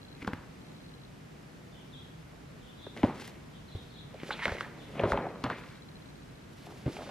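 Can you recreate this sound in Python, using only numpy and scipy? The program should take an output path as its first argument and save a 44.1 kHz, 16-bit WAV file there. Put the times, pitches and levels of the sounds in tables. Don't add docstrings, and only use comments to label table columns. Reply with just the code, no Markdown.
import sys
import numpy as np
from scipy import signal
from scipy.fft import rfft, irfft, next_fast_len
from scipy.io import wavfile
from scipy.ndimage import uniform_filter1d, map_coordinates

SR = 44100
rng = np.random.default_rng(int(sys.argv[2]) if len(sys.argv) > 2 else 0)


def volts_from_decibels(level):
    exponent = np.asarray(level, float) / 20
    return 10 ** exponent


def digitize_waveform(pressure):
    field = np.atleast_2d(pressure).T
    bounded = np.clip(field, -1, 1)
    quanta = np.round(bounded * 32767).astype(np.int16)
    wavfile.write(sys.argv[1], SR, quanta)


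N = 313286

# [start_s, body_db, body_pitch_hz, crack_db, tick_db]
BUCKLES = [(0.219, -63, 248, -49, -56), (0.2258, -36, 250, -46, -50), (0.246, -35, 272, -39.5, -51),
           (0.272, -45, 262, -41, -46), (0.2755, -27.5, 260, -24.5, -42), (0.287, -41, 250, -42, -62),
           (0.298, -36, 300, -55, -60), (0.3322, -31, 263, -31.5, -47), (2.866, -36, 395, -42, -59),
           (2.964, -36, 433, -43, -54), (2.973, -57, 430, -40.5, -45), (2.98, -41, 241, -42, -56),
           (3.031, -23, 533, -29, -43), (3.035, -16.5, 324, -37, -60), (3.0385, -13, 301, -29, -68),
           (3.045, -24.5, 564, -37, -46), (3.071, -42, 450, -40, -61), (3.095, -32, 790, -52, -62),
           (3.198, -45, 257, -52, -50), (3.219, -44, 815, -55, -52), (3.277, -47, 290, -48, -46),
           (3.75, -40, 450, -70, -54), (4.142, -41.5, 566, -66, -54), (4.199, -54, 510, -49, -54),
           (4.232, -31, 330, -40, -48), (4.289, -33.5, 417, -52, -53), (4.305, -54, 840, -25.5, -54),
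           (4.3075, -32, 850, -32, -52), (4.391, -39, 910, -37, -57), (4.4537, -28.5, 515, -18.5, -32),
           (4.469, -38, 253, -42, -42), (4.479, -38, 854, -26.5, -38), (4.492, -41, 730, -33, -51),
           (4.519, -32, 504, -35, -42), (4.547, -39, 505, -42, -54), (4.567, -55, 400, -37, -53),
           (4.583, -57, 999, -35, -51), (4.607, -52, 617, -24, -40), (4.951, -36, 407, -52, -64),
           (4.994, -28, 484, -29.5, -46), (4.998, -26, 593, -35, -50), (5.01, -49, 500, -51, -49),
           (5.034, -19.5, 423, -25, -59), (5.037, -21, 500, -30, -54), (5.042, -28, 423, -40, -60),
           (5.054, -23.5, 393, -33, -53), (5.064, -35, 520, -50, -58), (5.073, -28, 424, -50, -54),
           (5.088, -32, 445, -50, -60), (5.102, -29, 540, -50, -58), (5.119, -25.5, 605, -19.5, -39.5),
           (5.131, -23.5, 910, -47, -57), (5.14, -27, 580, -52, -62), (5.148, -43, 403, -53, -63),
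           (5.173, -24.5, 890, -35, -55), (5.184, -35, 690, -46, -64), (5.25, -34.5, 550, -54, -62),
           (5.266, -30.5, 704, -52, -56), (5.439, -27.5, 284, -26, -32), (5.447, -28.5, 330, -32.5, -59),
           (5.455, -32, 600, -38, -50), (5.463, -31, 686, -40, -54), (5.473, -39, 500, -52, -56),
           (5.4995, -30.5, 1050, -27, -42), (5.507, -34, 635, -47, -60), (6.667, -42, 710, -62, -60),
           (6.72, -47, 715, -64, -57), (6.857, -40, 540, -59, -60), (6.8625, -30.5, 380, -49, -51),
           (6.869, -39, 560, -47, -54), (6.877, -23.5, 283, -54, -58), (6.896, -37, 300, -65, -64),
           (6.9655, -35.5, 795, -42, -62), (6.987, -40.5, 593, -50, -61), (6.997, -47, 560, -60, -64),
           (7.006, -38.5, 690, -56, -63), (7.019, -47, 690, -49, -59), (7.029, -44, 700, -57, -63),
           (7.038, -46, 700, -56, -63), (7.072, -43, 560, -58, -57), (7.081, -45, 545, -64, -64),
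           (7.091, -40, 557, -58, -64)]


def unit(x):
    return x / np.sqrt(np.mean(x ** 2) + 1e-20)


def along(points, hz):
    f, v = np.transpose(points)
    return np.interp(np.log(hz + 1), np.log(f + 1), v)


def curve(rows):
    return np.interp(np.arange(N) / SR, *np.transpose(rows))


def filtered(x, response):
    m = next_fast_len(x.shape[-1] + 8192)
    hz = np.fft.rfftfreq(m, 1 / SR)
    return irfft(rfft(x, m) * response(hz), m)[..., :x.shape[-1]]


def coloured(x, spectrum):
    below, above = (spectrum[0][0] / 2, -120), (spectrum[-1][0] * 2, -120)
    closed = [below] + list(spectrum) + [above]
    return unit(filtered(x, lambda hz: volts_from_decibels(along(closed, hz))))


def wobble(rate):
    points = rng.standard_normal(int(N * rate / SR) + 4)
    return map_coordinates(points, [np.arange(N) * rate / SR])


def mode(f, hz, width):
    return 1j * f * width / (hz * hz - f * f + 1j * f * width)


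def swept(x, spectrum, hz, width, skirt_db):
    f, t, z = signal.stft(x, SR, nperseg=512, noverlap=384)
    at = np.minimum((t * SR).astype(int), N - 1)
    centre = hz[at]
    gain = np.abs(mode(f[:, None], centre, width[at] * centre)) ** 2 + volts_from_decibels(skirt_db)
    heard = gain * volts_from_decibels(along(spectrum, f))[:, None]
    gain /= np.sqrt(np.mean(heard ** 2, 0))
    moving = signal.istft(z * gain, SR, nperseg=512, noverlap=384)[1][:N]
    return coloured(moving, spectrum)


def panned(x, db, lag_us):
    high = filtered(x, lambda f: f ** 2 / (f ** 2 + 1000 ** 2))
    pair = x - high + high * volts_from_decibels([db / 2, -db / 2])
    at = np.arange(N)
    half_lag = lag_us * 1e-6 * SR / 2
    left = map_coordinates(pair[0], [at - half_lag], order=5)
    right = map_coordinates(pair[1], [at + half_lag], order=5)
    return np.array([left, right])


def tail(t60s):
    hz, t, z = signal.stft(rng.standard_normal((2, SR // 2)), SR, nperseg=256)
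    fade = volts_from_decibels(-60 * t / along(t60s, hz)[:, None])
    h = signal.istft(z * fade, SR, nperseg=256)[1]
    return h / np.linalg.norm(h[0])


def air():
    # [pitch_hz, relative_db per hertz]
    noise_colour = [(12, -66), (20, -27), (49, -8), (90, -8.5), (153, -1.5), (180, -7), (259, -8),
                    (382, -14), (478, -14), (549, -17.5), (597, -16.5), (857, -20.5), (1870, -24),
                    (12700, -43), (15500, -28)]
    # [pitch_hz, likeness from -1 to 1]
    likeness = [(60, 1), (180, 0.87), (550, -0.13), (1650, 0.11), (4970, 0.38), (15000, -0.51)]
    # pitch_hz, level_db (rms), left_lead_radians
    whistle_hz, whistle_db, left_lead = (13007, -84.3, 1.2)
    level_db = -49.5 + .4 * wobble(3)

    def shape(hz):
        return volts_from_decibels(along(noise_colour, hz)) / (1 + (hz / 13250) ** 120)

    def mid_and_side(hz):
        turn = np.arccos(np.clip(along(likeness, hz), -1, 1)) / 2
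        return shape(hz) * np.array([np.cos(turn), np.sin(turn)])

    mid, side = filtered(rng.standard_normal((2, N)), mid_and_side)
    phase = 2 * np.pi * whistle_hz * np.arange(N) / SR + [[left_lead], [0]]
    whistle = np.sqrt(2) * volts_from_decibels(whistle_db) * np.sin(phase)
    return volts_from_decibels(level_db) * unit(np.array([mid + side, mid - side])) + whistle


def focus():
    # [start_s, end_s, steps_per_s, level_db before spread and port gains]
    runs = [(.015, .16, 29.97, -51), (.615, 1.06, 29.97, -55), (5.02, 5.6, 14.985, -55),
            (5.62, 6.1, 14.985, -52), (6.154, 6.43, 14.985, -58)]
    spread_db, rebound_db, rebound_s = 4, -2, .018
    out, t = np.zeros(N + SR), np.arange(SR // 80) / SR
    swell = np.exp(-.5 * ((t - .003) / .0016) ** 2)
    for start, end, rate, db in runs:
        for s in np.arange(start, end, 1 / rate):
            size, again, late = rng.standard_normal(size=3)
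            step = (s, size * spread_db / 2)
            rebound = (s + rebound_s * np.exp(.4 * late), rebound_db + again * spread_db)
            for at, level in (step, rebound):
                ping = np.sin(2 * np.pi * rng.normal(4070, 30) * t)
                ping += 0.33 * np.sin(2 * np.pi * 3350 * t)
                out[round(at * SR):][:len(t)] += volts_from_decibels(db + level) * ping * swell
    return out[:N] * [[1.15], [-.85]]


def handling():
    # [time_s, flap_db, scrape_db]
    gestures = [
        [(.15, -56, -66), (.2, -72, -63), (.227, -50, -48), (.24, -63, -69), (.294, -55, -56), (.4, -60, -59),
         (.55, -77, -90)],
        [(2.9, -74, -83), (2.992, -50, -60), (3.058, -46, -49), (3.124, -46.5, -49), (3.16, -47.5, -57),
         (3.21, -51.5, -53), (3.296, -57.5, -63), (3.45, -63, -69)],
        [(3.7, -77, -83), (3.79, -54.5, -83), (3.9, -79, -83)],
        [(4.1, -53, -68), (4.15, -54, -66), (4.21, -58, -55), (4.28, -51, -63), (4.312, -50, -42.5),
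         (4.34, -48.5, -43.5), (4.35, -50, -48), (4.385, -54, -50), (4.405, -55, -47), (4.42, -55, -37.5),
         (4.44, -55, -37.5), (4.452, -48, -39), (4.47, -37.5, -50), (4.525, -45.5, -49), (4.58, -49, -57),
         (4.64, -46.5, -47.5), (4.706, -54.5, -61), (4.8, -52.5, -67)],
        [(4.8, -56, -66), (4.93, -51.5, -61), (4.985, -38.5, -55), (5.02, -36, -50), (5.06, -40.5, -46),
         (5.11, -35.5, -50), (5.14, -32, -48), (5.21, -38, -58), (5.266, -38.5, -62), (5.43, -51.5, -66)],
        [(5.43, -48, -54), (5.465, -40, -40), (5.49, -42, -50), (5.51, -37.5, -43.5), (5.55, -53, -49.5),
         (5.6, -53, -55.5), (5.738, -66, -58.5), (5.9, -71, -78)],
        [(6.6, -68, -70), (6.66, -59, -69), (6.705, -48.5, -63), (6.77, -58, -82), (6.85, -55.5, -74),
         (6.94, -52.5, -73), (6.99, -43, -58), (7.03, -45, -71), (7.05, -56, -67), (7.09, -47, -54)],
    ]
    # [middle_s, length_s, level_db before flicker]
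    strokes = [(0.214, 0.17, -65), (3.03, 0.29, -58.5), (3.232, 0.24, -53.5), (3.82, 0.32, -66.5),
               (4.273, 0.26, -55.5), (4.5, 0.5, -52.5), (4.87, 0.47, -64.5), (4.984, 0.12, -69),
               (5.1, 0.11, -51), (5.438, 0.27, -68), (5.646, 0.44, -63.5), (6.65, 0.44, -60),
               (7.03, 0.73, -56)]
    shudder_db, shudder_t60_s = -18.5, 0.065
    rest_hz, rest_db, hz_per_db = 330, -69, 4.5
    t = np.arange(N) / SR
    levels = np.zeros((3, N))
    for rows in gestures:
        s, *dbs = np.transpose(rows)
        fade = np.clip(np.minimum(t - s[0], s[-1] - t) / .03 + .5 + (t > 7), 0, 1)
        levels[:2] += fade * volts_from_decibels([np.interp(t, s, d) for d in dbs])
    after = t[:SR // 3]
    shudder = volts_from_decibels(shudder_db - 60 * after / shudder_t60_s) * (1 - np.exp(-after / 0.00035))
    for s, db, _, crack_db, _ in BUCKLES:
        part = levels[:2, round(s * SR):][:, :len(after)]
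        part += volts_from_decibels([[db], [crack_db]]) * shudder[:part.shape[1]]
    for s, length, db in strokes:
        levels[2] += volts_from_decibels(db) * np.cos(np.pi * np.clip((t - s) / length, -.5, .5)) ** 2
    effort_db = 20 * np.log10(levels[0] + 1e-6) - rest_db
    return levels, rest_hz + hz_per_db * np.clip(effort_db, 0, 18)


def crinkle(rate, share):
    slips = (rng.random(N) < rate / SR * volts_from_decibels(3 * wobble(60))) * rng.standard_normal(N)
    share = np.clip(share, 0, 1)
    return np.sqrt(share) * unit(slips) + np.sqrt(1 - share) * rng.standard_normal(N)


def rustle(bend_hz, bend_width):
    # [pitch_hz, relative_db per hertz]
    flap_colour = [(100, 11), (200, 2.5), (300, -6), (500, -6.5), (800, -5), (1300, -3), (2500, -8)]
    scrape_colour = [(400, -43), (900, 5), (1500, -1), (2200, 0.5), (3500, -5), (4300, -8), (5200, -24),
                     (8000, -35)]
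    slide_colour = [(1500, 0.5), (3500, 2), (5000, -2.5), (8000, -9.5), (12000, -11), (14500, -19)]
    levels, flap_hz = handling()
    flap = swept(crinkle(250, share=0.29), flap_colour, flap_hz, width=np.full(N, 0.99), skirt_db=-22.5)
    flap *= volts_from_decibels(1.8 * wobble(60))
    scrape_hz = bend_hz * (1 + 0.054 * wobble(50))
    scrape = swept(crinkle(2600, share=0.66), scrape_colour, scrape_hz, width=bend_width, skirt_db=-11)
    scrape *= volts_from_decibels(1.6 * wobble(120))
    slide = coloured(crinkle(2500, share=0.3), slide_colour) * volts_from_decibels(3.0 * wobble(60))
    return levels[0] * flap + levels[1] * scrape + levels[2] * slide


def room(x):
    # [pitch_hz, fade_s]
    fade_times = [(100, 0.41), (500, 0.47), (2000, 0.65), (8000, 0.34)]
    out, step = np.zeros((2, N + SR)), SR // 4
    for k in range(0, N, step):
        common, own = tail(fade_times)
        echoes = [common + 0.035 * own, common - 0.057 * own]
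        wet = signal.fftconvolve(x[None, k:k + step], echoes, axes=1)
        out[:, k + 250:k + 250 + wet.shape[1]] += wet
    return out[:, :N]


def snaps(bend_hz):
    # [pitch_hz, width_hz, relative_db]
    sheet_modes = [(250, 360, 12), (383, 325, 5.5), (565, 147, 8), (790, 250, 9.5), (1050, 390, 7.5),
                   (1540, 310, 6.5), (2170, 260, 7), (2410, 790, 1), (3040, 690, -3), (4270, 820, -22)]
    grit_level, crack_t60_s = .08, .011
    out, t = np.zeros(N + SR), np.arange(SR // 5) / SR
    go = round(.0012 * SR)

    def peak(x):
        return x / np.sqrt(uniform_filter1d(x ** 2, size=44).max())

    def sheet(f, hz, steep):
        total = 0
        for k, (centre, width, db) in enumerate(sheet_modes):
            level = volts_from_decibels(db - steep * np.log2(centre / hz) ** 2)
            total = total + (-1) ** k * level * mode(f, centre, width)
        return total

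    for s, db, hz, crack_db, tick_db in BUCKLES:
        crack_hz = bend_hz[round(s * SR)]
        grit = grit_level * rng.standard_normal(len(t))
        grit[go] = 1

        def dying(t60):
            return grit * volts_from_decibels(-60 * np.maximum(t - t[go], 0) / t60)

        def body_response(f):
            ring = 0.24 * mode(f, hz, 2.0 * hz) + mode(f, hz, 0.21 * hz)
            return sheet(f, hz, 17.0) * ring / (1 + 1j * f / (2.27 * hz)) ** 2

        def crack_response(f):
            return sheet(f, crack_hz, 8) * mode(f, crack_hz, 0.75 * crack_hz)

        body = filtered(dying(5 / hz), body_response)
        crack = filtered(dying(crack_t60_s), crack_response)
        tick = filtered(dying(0.024), lambda f: mode(f, 3320, 3300) ** 2 + 0.11 * mode(f, 8900, 7700))
        snap = volts_from_decibels(db) * peak(body) + volts_from_decibels(crack_db) * peak(crack) + volts_from_decibels(tick_db) * peak(tick)
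        out[round(s * SR):][:len(t)] += snap
    return out[:N]


def thumps():
    # [start_s, level_db before the soft onset, pitch_hz, time to fade by 60 dB in s]
    shifts = [(0.223, -34, 150, 0.048), (0.2763, -16.5, 192, 0.041), (0.331, -29.5, 95, 0.074),
              (3.032, -29, 131, 0.18), (3.749, -27, 93, 0.1), (4.474, -31, 82.5, 0.043),
              (4.517, -27, 74, 0.06), (5.001, -43, 151, 0.15), (5.034, -24.5, 104, 0.15),
              (5.119, -27, 62, 0.17), (5.44, -32, 132, 0.2), (6.862, -20, 127, 0.094)]
    out, t = np.zeros(N + SR), np.arange(SR // 3) / SR
    for s, db, hz, t60 in shifts:
        rock = np.sin(2 * np.pi * hz * t)
        rock += .4 * np.sin(2 * np.pi * hz * rng.uniform(.55, .7) * t)
        onset = 1 - np.exp(-t / 0.0017)
        out[round(s * SR):][:len(t)] += volts_from_decibels(db - 60 * t / max(t60, .02)) * rock * onset
    return filtered(out[:N], lambda f: (1j * f / (25 + 1j * f)) ** 2)


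def nails():
    # [start_s, level_db before the bass is cut]
    catches = [(.2745, -53), (.332, -53), (3.198, -50), (3.272, -41.5), (5.118, -61), (5.438, -52)]
    cut_hz, length_s = 4800, 0.0098
    out, swell = np.zeros(N), np.hanning(round(length_s * SR))
    for s, db in catches:
        out[round(s * SR):][:len(swell)] += volts_from_decibels(db) * swell * rng.standard_normal(len(swell))
    return filtered(out, lambda f: (1j * f / (cut_hz + 1j * f)) ** 3)


def bird():
    # [start_s, length_s, first_pitch_hz, last_pitch_hz, level_db]
    chirps = [(1.721, 0.1, 3330, 3330, -56.5), (1.914, 0.11, 3665, 3570, -52.5),
              (2.603, 0.13, 3400, 3350, -58), (2.772, 0.11, 3764, 3565, -52.5),
              (3.51, 0.089, 3590, 3230, -58), (3.677, 0.13, 3930, 3350, -53.5),
              (3.895, 0.12, 3950, 3430, -53), (4.78, 0.091, 3730, 3260, -58)]
    warble_s, warble_hz, direct_db = .047, 400, -7
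    out, waver, flecks = np.zeros((2, N + SR)), wobble(200), wobble(70)
    for s, length, first_hz, last_hz, db in chirps:
        k = round(s * SR)
        u = np.arange(round(length * SR)) / (length * SR)
        stroke = (u * length / warble_s + .25) % 1
        swing = 2 * np.minimum(stroke / .25, (1 - stroke) / .75) - 1
        pitch = first_hz + (last_hz - first_hz) * u + warble_hz * swing + 130 * waver[k:k + len(u)]
        sweep = np.sin(2 * np.pi * np.cumsum(pitch) / SR)
        sweep *= volts_from_decibels(2.5 * flecks[k:k + len(u)]) * np.sin(np.pi * u) ** .4
        echo = signal.fftconvolve(sweep[None], tail([(3000, 0.55)]), axes=1)
        echo[:, :len(u)] += volts_from_decibels(direct_db) * sweep
        out[:, k:k + echo.shape[1]] += volts_from_decibels(db) * echo
    return out[:, :N]


def scene():
    # [time_s, pitch_hz, width as a share of pitch]
    bend = np.array([(.22, 2200, .3), (.245, 1800, .3), (.27, 1050, .3), (.325, 1050, .3), (.333, 1700, .4),
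                     (.342, 1000, .4), (.5, 950, .4), (2.87, 1100, .4), (2.96, 2100, .5), (3.032, 2600, .6),
                     (3.037, 1000, .7), (3.17, 1110, .8), (3.23, 2140, .8), (4.2, 2300, .5),
                     (4.305, 1500, .5), (4.318, 3500, .4), (4.33, 3900, .35), (4.342, 3500, .4),
                     (4.355, 2500, .5), (4.41, 2050, .3), (4.44, 1900, .3), (4.456, 2000, .4),
                     (4.475, 1450, .7), (4.575, 2110, .5), (4.605, 1550, .3), (4.994, 2700, .6),
                     (5.002, 1800, .7), (5.03, 1000, .8), (5.12, 1100, .8), (5.16, 1300, .8),
                     (5.174, 3100, .6), (5.184, 1500, .8), (5.3, 1400, .8), (5.44, 1200, .7),
                     (5.5, 1150, .6), (5.53, 1900, .4), (5.59, 1950, .45), (5.64, 1600, .9),
                     (5.8, 1500, .9), (6.7, 1020, .5), (6.965, 2300, .5), (7.0, 1140, .7)])
    side = curve([(0, 0.77), (3.4, 0.93), (3.75, -0.18), (4.5, -1.2), (4.8, -1), (5.0, 1), (5.8, 0.92),
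                  (6.6, -0.32), (7.1, -1.16)])
    shade_db, lead_us = 1.5, 34
    bend_hz, bend_width = curve(bend[:, [0, 1]]), curve(bend[:, [0, 2]])
    book = snaps(bend_hz) + rustle(bend_hz, bend_width) + nails()
    near = panned(book, shade_db * side, -lead_us * side)
    return near + thumps() + volts_from_decibels(-13.0) * room(book) + bird() + focus() + air()


def roll_off(x):
    return signal.sosfilt(signal.butter(12, 15640, fs=SR, output="sos"), x)


def record(dry):
    mix = filtered(dry, lambda hz: 1 / (1 + (hz / 15000) ** 24))
    return roll_off(mix)


dry = scene()
out = record(dry)
digitize_waveform(out)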